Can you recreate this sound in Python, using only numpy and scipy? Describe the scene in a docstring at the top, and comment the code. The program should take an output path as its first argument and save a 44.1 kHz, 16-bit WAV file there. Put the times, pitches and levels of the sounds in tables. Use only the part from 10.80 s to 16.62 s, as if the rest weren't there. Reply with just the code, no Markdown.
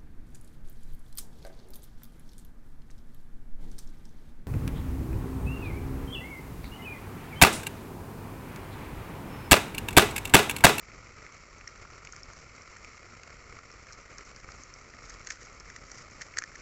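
"""Gluing foam onto a pipe

Close up, outdoors in dry grass, fingers squeeze a small glue tube and press foam onto a pipe.
The tube wall buckles in short crackles that ring the air inside. Dry stalks slip and tick,
and skin rubs on the foam, all over a faint steady hiss and a low rumble of air."""
import sys
import numpy as np
from scipy import signal
from scipy.fft import rfft, irfft
from scipy.io import wavfile

SR = 44100
rng = np.random.default_rng(int(sys.argv[2]) if len(sys.argv) > 2 else 0)


def put_to_file(sound):
    """Save the sound as 16-bit audio at rate SR, in the file named by the first command-line argument."""
    columns = np.atleast_2d(sound).T  # one column per channel
    safe = np.clip(columns, -1, 1)
    whole_steps = np.round(safe * 32767)
    wavfile.write(sys.argv[1], SR, whole_steps.astype(np.int16))


N = 256529

# The hollow tone of the tube's body. Each row: multiple of the body's pitch, relative level in dB.
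BODY_TONE = [(.2, -24), (.5, -29), (.65, -9.5), (.85, -3), (1.03, 2.5), (1.17, -3), (1.45, -15), (1.9, -25),
             (3, -60)]
# The bright tone of a stiff edge, also used for stalks. Each row: frequency in Hz, relative level in dB.
EDGE_TONE = [(1500, -39), (3000, -22.5), (3750, -21.5), (4230, -3), (4550, -6), (5100, -6), (5750, 2),
             (6200, -2), (6500, 5), (6780, -8), (7020, -4.5), (7500, -5.5), (8000, -19), (8700, -32.5)]
def crackle(slip_s, body_db, body_hz, edge_db, scatter_db=-15, hollow_db=-8):
    """A fold snaps and tiny slips follow; both ring the hollow body and the stiff edge."""
    t = np.arange(2048) / SR
    snap = t == 0
    slips, scatter = rng.standard_normal((2, len(t)))
    slips = slips * abs(slips) * np.exp(-(t / slip_s) ** 2)  # spiky noise that dies away
    slips = np.sqrt(slip_s * 1000) * slips / np.linalg.norm(slips)  # longer runs carry more energy
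    scatter = scatter * np.exp(-t / 0.005)  # sound thrown back by hands and ground
    force = snap + slips + amp(scatter_db) * scatter / np.linalg.norm(scatter)
    hollow = np.exp(-t / 0.005) * np.sin(2 * np.pi * body_hz * t)  # the air in the tube rings on
    body = unit_level(colour(force, BODY_TONE, body_hz)) + amp(hollow_db) * unit_level(hollow)
    return burst(body, body_db) + burst(colour(force, EDGE_TONE), edge_db)


# Folds giving way in the tube wall. Each row: start in seconds, fade time of the slips in seconds,
# body level in dB, body pitch in Hz, edge level in dB.
TUBE_FOLDS = [(0.465, 0.001, -39, 2030, -51), (0.811, 0.0012, -41, 2150, -54),
              (0.8745, .003, -35.5, 1900, -43), (1.0508, .003, -40, 1390, -64),
              (1.2495, .003, -43, 1950, -41), (1.2724, 0.0011, -38, 2200, -48),
              (1.333, 0.0043, -37, 1380, -52), (1.533, .004, -43, 1430, -43),
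              (1.9676, 0.0032, -40.5, 1870, -45), (2.0465, .0007, -39, 2300, -46),
              (2.434, 0.0012, -41.5, 2150, -43.5), (2.788, 0.0024, -39, 1300, -47),
              (3.107, .006, -39.5, 1450, -54), (3.6893, .0009, -34.5, 1330, -60),
              (4.138, .0008, -42, 1830, -57), (4.3032, 0.0036, -41, 1750, -43),
              (4.471, 0.0026, -34.5, 1920, -31), (4.4885, .0009, -43, 1660, -45),
              (4.5037, 0.00047, -34, 1920, -31.5), (4.5065, 0.0018, -27, 1880, -32.5),
              (4.9005, 0.00092, -37, 1940, -43), (4.962, 0.0038, -37, 2010, -39),
              (5.411, .004, -34, 1790, -41), (5.417, .006, -31, 1900, -32.5),
              (5.5392, .0006, -39.5, 2150, -58), (5.5715, .0009, -25, 1790, -32),
              (5.5841, 0.00039, -27.5, 1870, -36), (5.5862, .0015, -23.5, 1670, -19.5),
              (5.6213, 0.0022, -29, 1720, -38.5), (5.6384, .0006, -29, 1790, -35),
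              (5.755, 0.0054, -35, 1800, -40.5)]
def tube_buckling(creak_s=0.0043, creak_db=-15.5, settle_s=0.011, settle_db=-27):
    """Each fold creaks softly just before it buckles, then settles with a fainter crackle."""
    out = np.zeros(N)
    for start, *fold in TUBE_FOLDS:
        early, late = rng.uniform(0.7, 1.3, 2)
        add(out, start - early * creak_s, amp(creak_db) * crackle(*fold))
        add(out, start, crackle(*fold))
        add(out, start + late * settle_s, amp(settle_db) * crackle(*fold))
    return out


def tube_crinkling(per_s=40, level_db=-68.5, body_hz=1750):
    """Between the crackles the tube keeps giving way in tiny dull creases."""
    clicks = rng.choice([-1, 1], N) * (rng.random(N) < per_s / SR)
    return amp(level_db) * unit_level(colour(clicks, BODY_TONE, body_hz))


def tick(level_db, ring_hz, rasp, rise_s=0.00061, rasp_fade_s=0.0017):
    """A dry stalk slips and rings very briefly, with a rasp."""
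    t = np.arange(1024) / SR
    ring = t * np.exp(-t / rise_s) * np.sin(2 * np.pi * ring_hz * t)
    scrape = colour(rng.standard_normal(len(t)) * np.exp(-t / rasp_fade_s), EDGE_TONE)
    return burst(unit_level(ring) + rasp * unit_level(scrape), level_db)


# Dry stalks slipping. Each row: start in seconds, level in dB, pitch in Hz,
# strength of the rasp (1 is as strong as the ring).
STALK_TICKS = [(0.877, -32.5, 5600, 0.36), (1.3235, -36.5, 6500, 0.66), (1.4322, -36, 5460, .25),
               (1.82, -43.5, 5630, .4), (2.915, -44, 5500, .3), (3.124, -40.5, 5820, 1.3),
               (3.1307, -40, 5370, 1.1), (3.383, -36, 5800, 1.6), (3.5618, -41, 5030, .9),
               (3.7202, -42.5, 4770, 0.58), (3.8352, -38, 6400, .4), (3.939, -38, 5620, 0.27),
               (4.2972, -38, 6260, 1.1), (4.7992, -40.5, 5500, .9), (5.116, -36, 5900, 1)]
def grass_ticking():
    """Single stalks tick clearly under the hands."""
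    out = np.zeros(N)
    for start, *stalk in STALK_TICKS:
        add(out, start, tick(*stalk))
    return out


# The tone of skin on foam. Each row: frequency in Hz, relative level in dB.
FOAM_TONE = [(600, -26), (1300, -2.5), (1900, 4.5), (2600, -8), (3500, -11.5), (4400, -7.5), (4900, 0.5),
             (5600, 2.5), (6100, 1.5), (6500, 2), (7500, -4), (8100, -15.5), (9000, -46)]
# The fingers' hold on the foam, firmer near the end. Each row: time in seconds, relative level in dB.
FINGER_GRIP = [(0, -67), (1, -73), (2.1, -64), (2.75, -74), (3.4, -64), (4.1, -64), (5, -62), (5.8, -64)]
# A finger sliding on the foam. Each row: middle in seconds, fade time in seconds, relative level in dB.
FINGER_STROKES = [(0.6, 0.25, -69), (1.35, 0.067, -59), (1.58, 0.069, -56.5), (3.16, 0.096, -61.5),
                  (3.65, .17, -64.5), (4.3, .045, -49.5), (4.51, 0.048, -46.5), (4.63, 0.054, -53),
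                  (5.17, 0.069, -53), (5.43, 0.05, -54.5), (5.79, .05, -56)]
def foam_rubbing(grains_per_s=1100, spread_db=6, clump_db=4, smooth_share=0.94, gain_db=-0.5):
    """Skin catches and lets go in clumps of tiny clicks; each stroke swells and fades over the grip."""
    sizes = amp(spread_db * np.minimum(rng.exponential(1, N), 4)) * rng.choice([-1, 1], N)
    grains = unit_level(sizes * (rng.random(N) < grains_per_s / SR))
    friction = grains + smooth_share * rng.standard_normal(N)
    friction *= amp(clump_db * wander(rate_hz=58))
    t = np.arange(N) / SR
    power = amp(np.interp(t, *np.transpose(FINGER_GRIP))) ** 2
    for middle, fade_s, db in FINGER_STROKES:
        power += (amp(db) * np.exp(-((t - middle) / fade_s) ** 2)) ** 2
    return amp(gain_db) * np.sqrt(power) * unit_level(colour(friction, FOAM_TONE))


def fidgeting(fold_spread_db=3, stalk_spread_db=4):
    """Small movements of the hands set off faint crackles and ticks at random."""
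    out = np.zeros(N)
    folds, stalks = random_moments(per_s=4), random_moments(per_s=6)
    for start, size, pitch in folds:
        fold = crackle(slip_s=0.0015, body_db=-45, body_hz=1750 * np.exp(0.24 * pitch), edge_db=-56)
        add(out, start, amp(fold_spread_db * size) * fold)
    for start, size, pitch in stalks:
        stalk = tick(level_db=-50 + stalk_spread_db * size, ring_hz=5800 * np.exp(0.13 * pitch), rasp=0.41)
        add(out, start, stalk)
    return out


# The low rumble of outdoor air. Each row: frequency in Hz, relative level in dB.
AIR_TONE = [(15, -3), (40, 8), (65, 2.5), (110, 0.5), (190, -7.5), (330, -7.5), (520, -6.5), (800, -13.5),
            (1300, -20.5), (3000, -45.5)]
# The steady hiss of the surroundings. Each row: frequency in Hz, relative level in dB.
HISS_TONE = [(700, -23.5), (1000, -8.5), (1250, 0.5), (1400, 0), (1620, -12.5), (1950, -4.5), (2180, -0.5),
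             (2800, -14.5), (3550, -23), (4450, -13.5), (4900, -15.5), (5550, -9.5), (6100, -15),
             (7500, -14), (8100, -33), (9000, -61.5)]
def air_and_hiss(air_db=-55, hiss_db=-54.5, swell_db=0.73, flutter_db=2.5):
    """Moving air rumbles and gently swells beside a faint hiss; both flutter quickly in level."""
    air = colour(rng.standard_normal(N), AIR_TONE, size=16384)
    air *= amp(swell_db * wander(rate_hz=6))
    hiss = colour(rng.standard_normal(N), HISS_TONE)
    both = amp(air_db) * unit_level(air) + amp(hiss_db) * unit_level(hiss)
    return both * amp(flutter_db * wander(rate_hz=89))


def amp(db):
    """Turns decibels into a number to multiply a sound by."""
    return 10 ** (np.asarray(db) / 20)


def unit_level(x):
    """Scales a sound so that its average (rms) level is 1."""
    return x / np.sqrt(np.mean(x ** 2) + 1e-20)


def burst(x, db):
    """Gives a short sound as much energy as one millisecond at this level."""
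    return amp(db) * x / np.sqrt(np.sum(x ** 2) / (SR / 1000))


def add(mix, start_s, sound):
    """Adds a sound to the mix at the given time."""
    part = mix[max(round(start_s * SR), 0):][:len(sound)]
    part += sound[:len(part)]


def colour(x, tone, scale=1, size=2048):
    """Filters a sound through a tone table, whose peaks ring after each click."""
    points, db = np.transpose(tone)
    hz = abs(np.fft.fftfreq(size, 1 / SR))
    log_gain = np.log(amp(np.interp(np.log(hz + 1), np.log(points * scale + 1), db)))
    spectrum = np.exp(np.conj(signal.hilbert(log_gain)))  # no ringing before the click
    ringing = np.fft.ifft(spectrum).real[:size // 2]
    return signal.fftconvolve(x, ringing)[:len(x)]


def wander(rate_hz):
    """A smooth random curve of typical size 1 that moves mostly slower than rate_hz."""
    hz = np.fft.rfftfreq(N, 1 / SR)
    spectrum = rfft(rng.standard_normal(N)) / (1 + (hz / rate_hz) ** 2)
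    return unit_level(irfft(spectrum, N))


def random_moments(per_s):
    """Random times in seconds, each with two numbers from -1 to 1 for its size and pitch."""
    draws = rng.random((100, 3))
    times = np.cumsum(-np.log(1 - draws[:, 0])) / per_s
    return np.column_stack([times, 2 * draws[:, 1:] - 1])[times < N / SR]


def scene():
    """The tube, the grass and the foam, close by over the background, in one channel."""
    mix = air_and_hiss() + foam_rubbing()
    mix = mix + tube_crinkling() + tube_buckling() + grass_ticking() + fidgeting()
    return mix[None]


def record(dry, microphone_hz=7950, noise_db=-94, top_hz=15500):
    """The microphone loses the highest treble; the recorder adds a trace of noise up to top_hz."""
    heard = signal.sosfilt(signal.butter(14, microphone_hz, fs=SR, output="sos"), dry)
    heard += amp(noise_db) * rng.standard_normal(dry.shape)
    treble_cut = signal.firwin(255, top_hz, window=("kaiser", 7), fs=SR)
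    return signal.oaconvolve(heard, treble_cut[None], "same")


dry = scene()
out = record(dry)
put_to_file(out)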